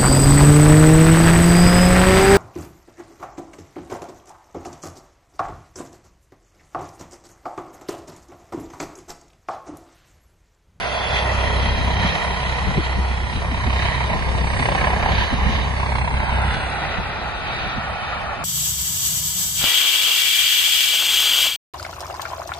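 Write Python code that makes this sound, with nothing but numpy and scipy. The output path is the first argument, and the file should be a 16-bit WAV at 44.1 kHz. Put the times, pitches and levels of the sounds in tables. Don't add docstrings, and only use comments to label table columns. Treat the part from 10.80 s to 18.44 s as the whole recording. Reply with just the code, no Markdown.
import sys
import numpy as np
from scipy import signal
from scipy.fft import rfft, irfft, next_fast_len
from scipy.io import wavfile
from scipy.ndimage import uniform_filter1d, map_coordinates

SR = 44100
rng = np.random.default_rng(int(sys.argv[2]) if len(sys.argv) > 2 else 0)


def store_wav(level_fs):
    pcm = np.round(np.clip(np.atleast_2d(level_fs), -1, 1) * 32767)
    wavfile.write(sys.argv[1], SR, pcm.T.astype(np.int16))


def convert_level_to_amplitude(level_db):
    exponent = np.asarray(level_db, float) / 20
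    return 10 ** exponent


N = 336924
T = np.arange(N) / SR
BLADES_PER_S = 32.37


def evened(x):
    return x / np.sqrt(np.mean(x ** 2) + 1e-20)


def column(rows, t, axis=1):
    columns = np.transpose(rows)
    return np.interp(t, columns[0], columns[axis])


def bumps_db(rows, t):
    coarse = T[::64]
    total_db = sum(db * np.maximum(1 - abs(coarse - s) / half_s, 0) for s, db, half_s in rows)
    return np.interp(t, coarse, total_db)


def drift(rate_hz, count=N):
    hz = np.geomspace(rate_hz / 12, rate_hz, num=16)
    t = T[::64, None]
    sines = np.sin(2 * np.pi * (hz * t + rng.random(16))) / np.sqrt(hz)
    return np.interp(T, t[:, 0], evened(sines.sum(1)))


def noise(colour, patchy_db, size=256, tilt=None):
    hop = size // 4
    frames, hz = N // hop + 5, np.fft.rfftfreq(size, 1 / SR)
    real, imaginary, patches = rng.standard_normal((frames, len(hz), 3)).T
    patches = uniform_filter1d(patches, size=3, axis=0)
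    patches = evened(uniform_filter1d(patches, size=40, axis=1))
    colour_hz, colour_db = np.transpose(colour)
    gain = convert_level_to_amplitude(np.interp(np.log(hz + 1), np.log(colour_hz), colour_db, -120, -120))[:, None]
    z = (real + 1j * imaginary) * evened(gain) * convert_level_to_amplitude(patchy_db * patches)
    if tilt:
        z = z * convert_level_to_amplitude(tilt(hz[:, None], np.arange(frames) * hop / SR))
    return signal.istft(z, nperseg=size, noverlap=size - hop)[1][:N] / np.sqrt(size * 2 / 3)


def paths(x, taps):
    k = np.arange(-16, 112)
    kernel = sum(share * np.sinc(k - ms * SR / 1000) for ms, share in taps)
    return signal.oaconvolve(x, kernel)[16:16 + N]


def sum_and_difference(pair):
    return np.array([pair[0] + pair[1], pair[0] - pair[1]]) / 2


def left_and_right(mid, side):
    return np.array([mid + side, mid - side])


# time_s, delay_ms
TRAVEL = [(0, -.5), (.7, 0), (1.2, .5), (1.7, 2.), (2.7, 3.2), (3.4, 3.9), (4.2, 2.9), (5.2, 2.),
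          (7.64, 1.)]


def blade_turns():
    return BLADES_PER_S * (T - column(TRAVEL, T) / 1000) + .095


# time_s, level_db
THUMP = [(0, -36.5), (.23, -33), (.45, -22.5), (.81, -20), (1.2, -22.5), (1.7, -25.5), (2.2, -19.5),
         (2.62, -23.5), (3.06, -19.5), (3.3, -27), (3.55, -22.5), (3.8, -24), (4.4, -21.5), (5.1, -21.5),
         (5.4, -20.5), (5.8, -21), (5.95, -35.5), (7.64, -40.5)]
# multiple_of_blade_rate, level_db
THUMP_ORDERS = [(1, -11), (2, 4), (3, -5.5), (4, -12), (5, -21), (6, -19), (7, -21.5), (8, -33)]
# time_s, gain_db, half_length_s
THUMP_DIPS = [(1.06, 3, 0.035), (1.39, -25, 0.078), (1.55, -6.5, 0.11), (2.0, -5, 0.16), (2.26, -1.5, 0.049),
              (2.5, -6.5, 0.16), (3.0, -5, 0.052), (3.13, -9, 0.037), (3.91, -36, 0.097), (4.25, -7, 0.032),
              (4.52, -12, 0.089), (4.7, -10, 0.063), (5.3, -12, 0.059), (5.47, -8, 0.043), (5.77, -26, 0.061),
              (6.63, -24, 0.13), (6.85, -11, 0.047), (7.0, 3, 0.065), (7.19, -12, 0.056), (7.39, -3, .07),
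              (7.62, -12, 0.11)]


def thump():
    turns = blade_turns()
    wave = np.zeros(N)
    for k, db in THUMP_ORDERS:
        waver_db = 2.5 * drift(5.) * (k != 2)
        wave += convert_level_to_amplitude(db + waver_db) * np.cos(2 * np.pi * k * turns - .6 + .4 * drift(3))
    return np.sqrt(2) * convert_level_to_amplitude(column(THUMP, T) + bumps_db(THUMP_DIPS, T) - 5.5) * wave


# time_s, roar_db, clearness_db
ROAR = [(0, -28.5, -0.5), (.5, -25, -1.5), (1.15, -29, 0), (1.35, -25.5, -1.5), (1.75, -28.5, -1),
        (2.32, -31.5, -3), (2.75, -32, -0.5), (3.0, -29, 0), (3.5, -30, -3), (3.85, -25.5, -3),
        (4.1, -25.5, -4.5), (4.55, -29.5, -1.5), (4.95, -31, -1.5), (5.35, -29, -2.5), (6.0, -27, -1.5),
        (6.6, -31, -0.5), (7.0, -28.5, -2), (7.64, -28, -5.5)]
# time_s, treble_lift_db, half_length_s
SPELLS = [(.37, 4, 0.067), (.85, 0.5, 0.2), (1.27, 3.5, 0.1), (2.05, 3.5, 0.02), (2.55, 2, 0.079),
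          (2.67, -2, 0.072), (3.05, 2, 0.14), (3.82, 0.5, 0.057), (4.4, 4.5, 0.18), (4.75, 3.5, 0.12),
          (4.93, -1, 0.055), (5.17, 1.5, 0.035), (5.74, 2.5, 0.088), (6.12, 2, 0.045), (6.82, 3, 0.24),
          (7.32, 2, 0.18)]


def clearness_db(t):
    return column(ROAR, t, axis=2) + bumps_db(SPELLS, t)


# freq_hz, level_db_per_hz
ROAR_COLOUR = [(120, -37), (200, -25), (296, -17), (486, -4), (660, 3), (978, -2.5), (1200, -12.5),
               (1630, -4.5), (1940, -6), (2790, -11.5), (3370, -10.5), (3960, -11.5), (4650, -18.5),
               (5540, -27.5), (6500, -32), (8450, -68), (14300, -120)]
# time_s, slap_over_steady_roar_db
SLAP = [(0, -7), (1, -2), (1.35, 0.5), (1.7, -1), (2.2, -1.5), (2.45, 1.5), (2.7, -0.5), (2.9, 3.5),
        (3.1, 0), (3.4, -2.5), (3.85, 6), (4.3, 0.5), (4.7, -7.5), (5.0, 0.5), (5.25, 6), (5.5, -6),
        (5.8, -3), (7.64, -16)]
# freq_hz, gain_db
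GROUND = [(280, 9.5), (470, -7.5), (750, -3), (1020, 5), (1200, 7), (2200, 0), (2500, 8), (3200, -1)]


def roar_tilt(hz, t):
    clear_db = clearness_db(t)
    near2_db, near4_db = 0.78 * clear_db + 0.78, 1.56 * clear_db + 1.82
    ground_db = np.interp(t, [4.63, 6.54], [0, 1]) * column(GROUND, hz)
    around_2k = np.interp(hz, [1230, 1680, 2860, 3800], [0, 1, 1, 0])
    return ground_db + near2_db * around_2k + near4_db * np.interp(hz, [2800, 3400], [0, 1])


def roar():
    rise, fall = 0.1, 0.34
    turns = blade_turns()
    blade = np.round(turns).astype(int)
    size, shift = rng.standard_normal((blade.max() + 1, 2)).T
    late = turns - blade - 0.021 * shift[blade] + 0.13
    burst = convert_level_to_amplitude(1.9 * np.clip(size[blade], -3, 1.5)) * np.exp(-(late / np.where(late < 0, rise, fall)) ** 2)
    strength = convert_level_to_amplitude(column(SLAP, T))
    pulse = np.sqrt((1 + 2.05 * strength ** 2 * burst ** 2) / (1 + 0.62 * strength ** 2))
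    level = convert_level_to_amplitude(column(ROAR, T) + 0.18 * bumps_db(SPELLS, T) + 8.5 + .5 * drift(11.0))
    air = np.array([noise(ROAR_COLOUR, 1.4, tilt=roar_tilt) for _ in range(3)])
    core = signal.sosfilt(signal.butter(2, [500, 2600], "bandpass", fs=SR, output="sos"), air)
    heard = level * (pulse ** 0.78 * core + pulse ** 0.7 * (air - core))
    since_s = np.maximum(late + rise, 0) / BLADES_PER_S
    ring = np.zeros(N)
    for hz, share, wobble in [(900, 1, shift), (2050, .6, size)]:
        ring += share * np.sin(2 * np.pi * hz * (1 + 0.11 * np.tanh(wobble[blade])) * since_s)
    knock = convert_level_to_amplitude(2.5) * air[0].std() * level * strength * np.exp(-since_s / 0.0032) * ring
    return heard[0] + knock, heard[1:]


# time_s, lag_ms
BOUNCE = [(0, 0.87), (1, 1.02), (2, 1.01), (3.4, 1.07), (4.8, 1.074), (5.4, 1.273), (6, 1.57), (7.64, 1.63)]
# delay_ms, share
LEFT_DIRECT = [(0, 1.0), (.11, .5), (.6, -.3), (.88, .2), (1.66, -.26)]
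# delay_ms, share
RIGHT_DIRECT = [(0.242, 0.49), (0.828, -0.031), (0.961, 0.099)]
# delay_ms, share
LEFT_BOUNCE = [(0, .36), (.3, -.1)]
# delay_ms, share
RIGHT_BOUNCE = [(0.2, 0.5), (0.406, -0.61), (0.633, 0.43)]
# delay_ms, share
LEFT_TURNED = [(.6, .25), (.8, .3), (.88, -.1), (1.66, .26)]


def ports(air):
    lag_ms = column(BOUNCE, T) + .018 * drift(3)
    read_at = np.arange(N) - lag_ms * SR / 1000
    bounce = [map_coordinates(x, [read_at], order=2, mode="nearest") for x in air]
    turned = np.clip((lag_ms - 1.16) / 0.4, 0, 1)
    left = paths(air[0], LEFT_DIRECT) + paths(bounce[0], LEFT_BOUNCE)
    left += turned * paths(air[0], LEFT_TURNED)
    right = paths(air[1], RIGHT_DIRECT) + (1 - .5 * turned) * paths(bounce[1], RIGHT_BOUNCE)
    return np.array([convert_level_to_amplitude(-7.5 - 2.3 * turned) * left, convert_level_to_amplitude(1.5) * right])


# freq_hz, left_minus_right_db
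LEAN = [(300, -2), (450, 1.5), (720, -12), (1000, 0), (1400, 8.5), (1900, 4), (2600, 7), (3500, 4.5)]


def shade(pair):
    size = next_fast_len(N)
    lean_db = column(LEAN, np.fft.rfftfreq(size, 1 / SR))
    return irfft(rfft(pair, size) * convert_level_to_amplitude(np.array([lean_db / 2, -lean_db / 2])), size)[:, :N]


# start_s, end_s, freq_hz, gain_db, width_hz
SUM_HOLLOWS = [(0, 3.6, 1720, -4.5, 51), (1.5, 1.46, 2620, -1, 140), (0, 0.77, 4300, -4, 100),
               (0.3, 0.8, 570, 2.5, 100), (2, 4.5, 4400, 5.5, 170), (0, 1.4, 780, -0.5, 44),
               (0.5, 2.5, 1980, 3, 68), (1.2, 2.9, 1480, 3.5, 92), (-1, 3.3, 965, 3.5, 43),
               (-2, 2.4, 1154, -3, 100), (2.3, 2.7, 3410, 8, 100), (3, 3.2, 2000, 3.5, 630),
               (2.5, 4.6, 3250, -0.5, 130), (4, 5.6, 1900, -3, 120), (5, 5.7, 1300, 5, 90),
               (5, 5.45, 2850, -4, 470), (5.5, 5.3, 2150, 2, 250), (8.5, 8.3, 2590, -3, 50),
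               (6, 6.15, 1840, 3, 170), (6, 6.1, 2270, 0.5, 110), (5, 7, 3210, -3.5, 110),
               (5, 7.7, 960, -3.5, 52), (6, 7.7, 2740, -6.5, 71), (-4, 5.5, 273, -5.5, 55),
               (6.5, 9.2, 190, -4.5, 74), (4.5, 4.95, 1050, 2.5, 290), (4, 4.35, 790, 2, 470),
               (-1.5, 6.9, 385, 4, 43), (5, 5.52, 1800, -4, 450), (9, 6.92, 1220, -4, 280),
               (3.6, 4.1, 950, -3, 210), (5, 5.8, 920, 2.5, 75), (2.2, 2.4, 610, -4.5, 110),
               (4.5, 6.4, 2020, 4, 190), (5.5, 6.5, 1000, 2, 200), (3.9, 4.4, 3200, 3.5, 380),
               (0.2, 0.43, 3440, 5.5, 170), (0.3, 2.2, 2200, -5, 60), (7, 7.7, 350, -6, 125),
               (4, 4.5, 1600, 4.5, 300),
               (0, .12, 2220, -12, 70), (.2, .58, 2270, -16, 80), (.1, .52, 3000, -13, 70),
         (.68, 1.02, 2930, -15, 70), (1.07, 1.55, 2890, -11, 70), (.55, 1.5, 3620, -10, 60),
         (.2, .5, 4200, -9, 60), (1.2, 1.55, 4480, -10, 70), (2.5, 3.2, 3420, -9, 80),
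         (2.7, 3.2, 2760, -9, 70), (2.45, 3.3, 4420, -9, 70), (5.8, 7.7, 2150, -6, 60),
         (5.8, 7., 3200, -6, 60), (6.9, 7.7, 2700, -6, 60)]
# start_s, end_s, freq_hz, gain_db, width_hz
DIFFERENCE_HOLLOWS = [(0, 1.6, 1880, -4, 500), (0, 1.4, 4250, -11, 200), (1.5, 3.4, 2010, -0.5, 300),
                      (3.4, 5.7, 1900, 0, 250), (3.4, 5.7, 3520, 1.5, 400), (4.7, 5.7, 1250, 0, 149),
                      (5.7, 7.7, 800, -5.5, 200), (5.7, 7.7, 1500, -6.5, 250), (5.7, 7.7, 1960, -4.5, 180),
                      (5.7, 7.7, 2480, -8, 250), (0, 3.8, 700, -2.5, 250)]


def hollowed(pair):
    fade_s, sway_hz = .06, 25
    hz, t, z = signal.stft(sum_and_difference(pair), SR, nperseg=768)
    swayed_hz = hz[:120, None] + sway_hz * np.interp(t, T, drift(4.))
    for k, rows in enumerate([SUM_HOLLOWS, DIFFERENCE_HOLLOWS]):
        gain_db = 0
        for start_s, end_s, centre_hz, db, width_hz in rows:
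            present = np.clip(np.minimum(t - start_s, end_s - t) / fade_s + 1, 0, 1)
            gain_db = gain_db + db * present * np.exp(-((swayed_hz - centre_hz) / width_hz) ** 2)
        z[k, :120] *= convert_level_to_amplitude(gain_db)
    mid, side = signal.istft(z, SR, nperseg=768)[1][:, :N]
    return left_and_right(mid, side)


# freq_hz, level_db_per_hz
HISS_MID = [(2820, -14.5), (4800, 4.5), (5510, -0.5), (6810, -2.5), (7350, -4.5), (7820, -10),
            (8050, -18.5), (8260, -4), (8630, -5.5), (9080, -5), (9700, -3), (10200, -8), (10500, -13.5),
            (11500, -11.5), (14900, -81), (22000, -120)]
# freq_hz, level_db_per_hz
HISS_SIDE = [(2820, -39), (4800, 0), (5530, 2.5), (6220, -4.5), (7600, -3.5), (8290, 0), (8980, -7),
             (9840, -3.5), (10300, -51), (11300, -67), (11500, -62), (14900, -89), (22000, -120)]
# time_s, pitch_hz
WHINE_HZ = [(0, 8150), (1.1, 8200), (1.5, 8420), (3.8, 8400), (5.5, 8417), (7.64, 8400)]
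# time_s, level_db
WHINE = [(0, -61.5), (.8, -58.5), (1.27, -66), (1.6, -58), (3.3, -54.5), (3.62, -50.5), (3.82, -41),
         (4.2, -55), (4.5, -75), (4.8, -59), (5.2, -47.5), (5.5, -48.5), (5.72, -45), (5.9, -46.5),
         (6.3, -65), (6.6, -56), (6.87, -60), (7.2, -67)]


def turbine():
    loud_db = column(ROAR, T) - column(ROAR, T).mean()
    trees_db = np.interp(T, [4.9, 5.8], [0, -5.5])
    hiss_db = -51 + 0.74 * loud_db + 0.36 * clearness_db(T) + trees_db
    hiss = convert_level_to_amplitude(hiss_db) * np.array([convert_level_to_amplitude(7.5) * noise(HISS_MID, 2.17), convert_level_to_amplitude(8.5) * noise(HISS_SIDE, 1.2)])
    carrier = np.exp(2j * np.pi * np.cumsum(column(WHINE_HZ, T) + 60. * drift(7.3)) / SR)
    r = np.exp(-np.pi * 450 / SR)
    grain = rng.standard_normal((2, N)) + 1j * rng.standard_normal((2, N))
    fuzz = signal.lfilter([1], [1, -2 * r, r * r], grain)
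    whine = convert_level_to_amplitude(column(WHINE, T) + np.array([[-4.], [1.]])) * evened((fuzz * carrier).real)
    mid, side = hiss + whine
    mid = mid * convert_level_to_amplitude(np.interp(T, [1.2, 1.5, 5.1, 5.4], [0.5, -1.0, -0.5, -2.5]))
    return left_and_right(mid, side)


# time_s, level_db
WIND = [(0, -31.5), (.3, -30), (.75, -21), (1.2, -20), (1.4, -27.5), (1.8, -24), (2.4, -25), (3.2, -23),
        (4.0, -20.5), (4.7, -20), (4.95, -24), (5.7, -24), (6.0, -27.5), (6.5, -29.5), (7.2, -30.5),
        (7.64, -31.5)]
# freq_hz, level_db_per_hz
WIND_COLOUR = [(15, -36), (32, -20), (50, 4), (100, -3.5), (180, -5.5), (300, -18), (500, -21), (900, -65)]
# time_s, lift_db
GUSTS = [(.34, 5), (1.25, 3.5), (1.74, -5), (1.89, 9.5), (1.981, 14), (2.19, 10), (2.36, -6), (2.44, 5),
         (2.57, 8.5), (2.72, -1), (2.87, 7), (3.36, 4), (3.69, -6), (3.811, 1.5), (4.04, 2.5), (4.32, 3),
         (4.49, -10), (4.54, 4.5), (4.68, 4.5), (5.342, 8), (5.75, 4.5), (6.2, 8), (6.45, 5), (6.661, 3),
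         (6.87, 6), (6.98, 8), (7.12, 1), (7.19, -8), (7.3, -2), (7.55, -7)]


def wind():
    both, left, right = (convert_level_to_amplitude(1.2 * drift(25.)) * noise(WIND_COLOUR, 2.5, size=2048) for _ in range(3))
    gusts_db = bumps_db([(s, db, 0.04) for s, db in GUSTS], T)
    return convert_level_to_amplitude(column(WIND, T) + gusts_db - 1.) * (.6 * both + .8 * np.array([left, right]))


# start_s, peak_db, pitch_hz, left_minus_right_db
PUFFS = [(1.058, -18, 96, 0.5), (1.243, -11, 170, 1.0), (1.888, -17, 132.8, 1), (1.975, -9.5, 127, -5),
         (1.98, -14, 283, 0), (2.57, -18, 159, 0), (2.715, -18.5, 209, -2), (2.871, -15, 191, 2),
         (3.31, -18, 149, 0), (3.359, -27, 141, 0), (3.794, -10, 109, -2), (3.804, -16.5, 200, -2),
         (4.039, -16, 170, -4), (4.525, -11.5, 192, 9), (4.539, -17, 105, -2), (4.665, -12.5, 149, 0),
         (4.69, -16.5, 190, 1), (5.339, -19.5, 160, 0), (5.673, -33, 91.5, 8), (6.971, -20, 181, -2)]


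def puffs():
    out, t = np.zeros((2, N)), np.arange(2600) / SR
    for s, db, hz, pan_db in PUFFS:
        swell = t / 0.013 * np.exp(1 - t / 0.0074)
        shape = swell * np.sin(2 * np.pi * hz * (1.38 * t - 7.3 * t ** 2))
        out[:, round(s * SR):][:, :len(t)] += convert_level_to_amplitude(db - 1.5 + np.array([[pan_db / 2], [-pan_db / 2]])) * shape
    return out


# start_s, peak_db, ring_hz
CRACKS = [(2.498, -22, 964), (2.621, -17, 676), (2.648, -15, 670), (2.744, -17, 970), (2.776, -23, 945),
          (2.898, -36, 896), (2.93, -17, 900), (2.958, -15, 953), (2.994, -19, 900), (3.023, -28, 641),
          (3.053, -13, 653), (3.085, -13, 907), (3.145, -21, 900), (3.177, -17, 940), (3.206, -14, 926),
          (3.239, -16, 870), (3.333, -19, 950), (3.584, -17, 689), (3.643, -15, 940), (3.676, -19, 900),
          (3.705, -28, 1020), (3.731, -28, 870), (3.762, -23, 627), (3.827, -10, 1010), (3.855, -10.5, 790),
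          (3.887, -15, 826), (3.92, -19, 950), (3.954, -9, 750), (3.979, -23, 1050), (4.008, -23, 910),
          (4.043, -19, 900), (4.072, -10, 1020), (4.105, -14, 790), (4.131, -9, 745), (4.163, -20, 800),
          (4.226, -16, 990), (4.26, -7, 890), (4.289, -9, 810), (4.384, -13, 940), (4.423, -11, 958),
          (4.999, -14, 1010), (5.031, -17, 970), (5.061, -21, 930), (5.096, -19, 982), (5.155, -20, 940),
          (5.183, -18, 982), (5.212, -24, 900), (5.243, -17, 900), (5.277, -14, 900), (5.311, -12, 920),
          (5.34, -17.5, 900), (5.403, -13, 900), (5.433, -22, 821), (5.494, -14, 915), (5.525, -21, 820),
          (5.558, -26, 850), (5.585, -13, 860), (5.643, -21, 816)]


def cracks():
    rise_s, fall_s = .001, .003
    out, t = np.zeros(N), np.arange(900) / SR
    shape = np.minimum(t / rise_s, 1) * np.exp(-np.maximum(t - rise_s, 0) / fall_s)
    grit = rng.standard_normal((len(CRACKS), 2))
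    for (s, db, hz), (phase, spread) in zip(CRACKS, grit):
        edge_hz = 2050 * (1 + .14 * np.tanh(spread))
        edge = convert_level_to_amplitude(-4) * np.exp(-t / fall_s) * np.sin(2 * np.pi * edge_hz * t + phase)
        out[round(s * SR):][:len(t)] += convert_level_to_amplitude(db - 2) * shape * (np.sin(2 * np.pi * hz * t) + edge)
    return np.array([out, paths(out, [(.24, 1.1), (1.1, .3)])])


def scene():
    crack = cracks()
    direct, scattered = roar()
    heard = ports(direct + convert_level_to_amplitude(-11) * scattered) + convert_level_to_amplitude(-11.5) * scattered
    low = convert_level_to_amplitude([[-.5], [.5]]) * thump()
    return low + crack + hollowed(shade(heard)) + turbine() + wind() + puffs()


# start_s, end_s, low_hz, high_hz, stricter_db
STRICT = [(0, 1.33, 7100, 7950, 7), (0, 1.33, 7950, 8400, 2), (0, 1.38, 8400, 8850, 7),
          (0, 3.3, 10300, 11000, 2.5), (0, 3.3, 11000, 11700, 3), (3.3, 5.3, 10350, 11700, 5),
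          (1.3, 5.2, 6900, 7500, -1), (1.4, 5.2, 8900, 10300, -3), (1.4, 4.2, 8200, 8900, -2),
          (4.2, 4.8, 7600, 8800, 3), (5.7, 7.4, 5150, 5800, 3), (5.75, 5.94, 8900, 11700, 5)]


def gate(dry):
    hz, t, z = signal.stft(sum_and_difference(dry), SR, nperseg=1024, noverlap=768)
    rows, cols = np.arange(0, len(hz), 4), np.arange(0, len(t), 4)
    tile_hz, tile_s = hz[rows], t[cols]
    power = np.add.reduceat(np.add.reduceat(abs(z) ** 2, rows, axis=1), cols, axis=2)
    around = uniform_filter1d(uniform_filter1d(power.sum(0), size=7, axis=0), size=6, axis=1)
    edge_db = np.interp(tile_hz, [1500, 2430, 4200, 5330, 6400, 7860, 8400, 10350, 11290],
                        [-59, -10.5, -10, -7, -6, -5, -7.5, -6.0, 2.0])[:, None]
    strict_db = np.interp(tile_s, [1.25, 1.35, 5.15, 5.25], [0.37, -0.28, -0.4, 0.88])
    strict_db = strict_db * (tile_hz[:, None] > 4800) + np.array([[[0.1]], [[1.5]]])
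    over_db = 10 * np.log10(power / (around + 1e-20) + 1e-20) - edge_db - strict_db
    for start_s, end_s, low_hz, high_hz, db in STRICT:
        in_band = (tile_hz > low_hz) & (tile_hz < high_hz)
        over_db[0] -= db * np.outer(in_band, (tile_s > start_s) & (tile_s < end_s))
    clumps = rng.standard_normal((2, len(rows) // 3 + 1, len(cols))).repeat(3, axis=1)[:, :len(rows)]
    flicker = evened(uniform_filter1d(clumps, size=2, axis=2) + .4 * clumps[:, :1])
    over_db += 1.8 * flicker * (tile_hz[:, None] > 7000)
    kept = np.clip(over_db / 0.3, 0, 1).repeat(4, axis=1).repeat(4, axis=2)[:, :len(hz), :len(t)]
    mid, side = signal.istft(z * kept, SR, nperseg=1024, noverlap=768)[1][:, :N]
    return left_and_right(mid, side)


def top_cut(x):
    return signal.sosfilt(signal.butter(12, 11620, fs=SR, output="sos"), x)


def record(dry):
    mix = gate(dry)
    return top_cut(mix)


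dry = scene()
out = record(dry)
store_wav(out)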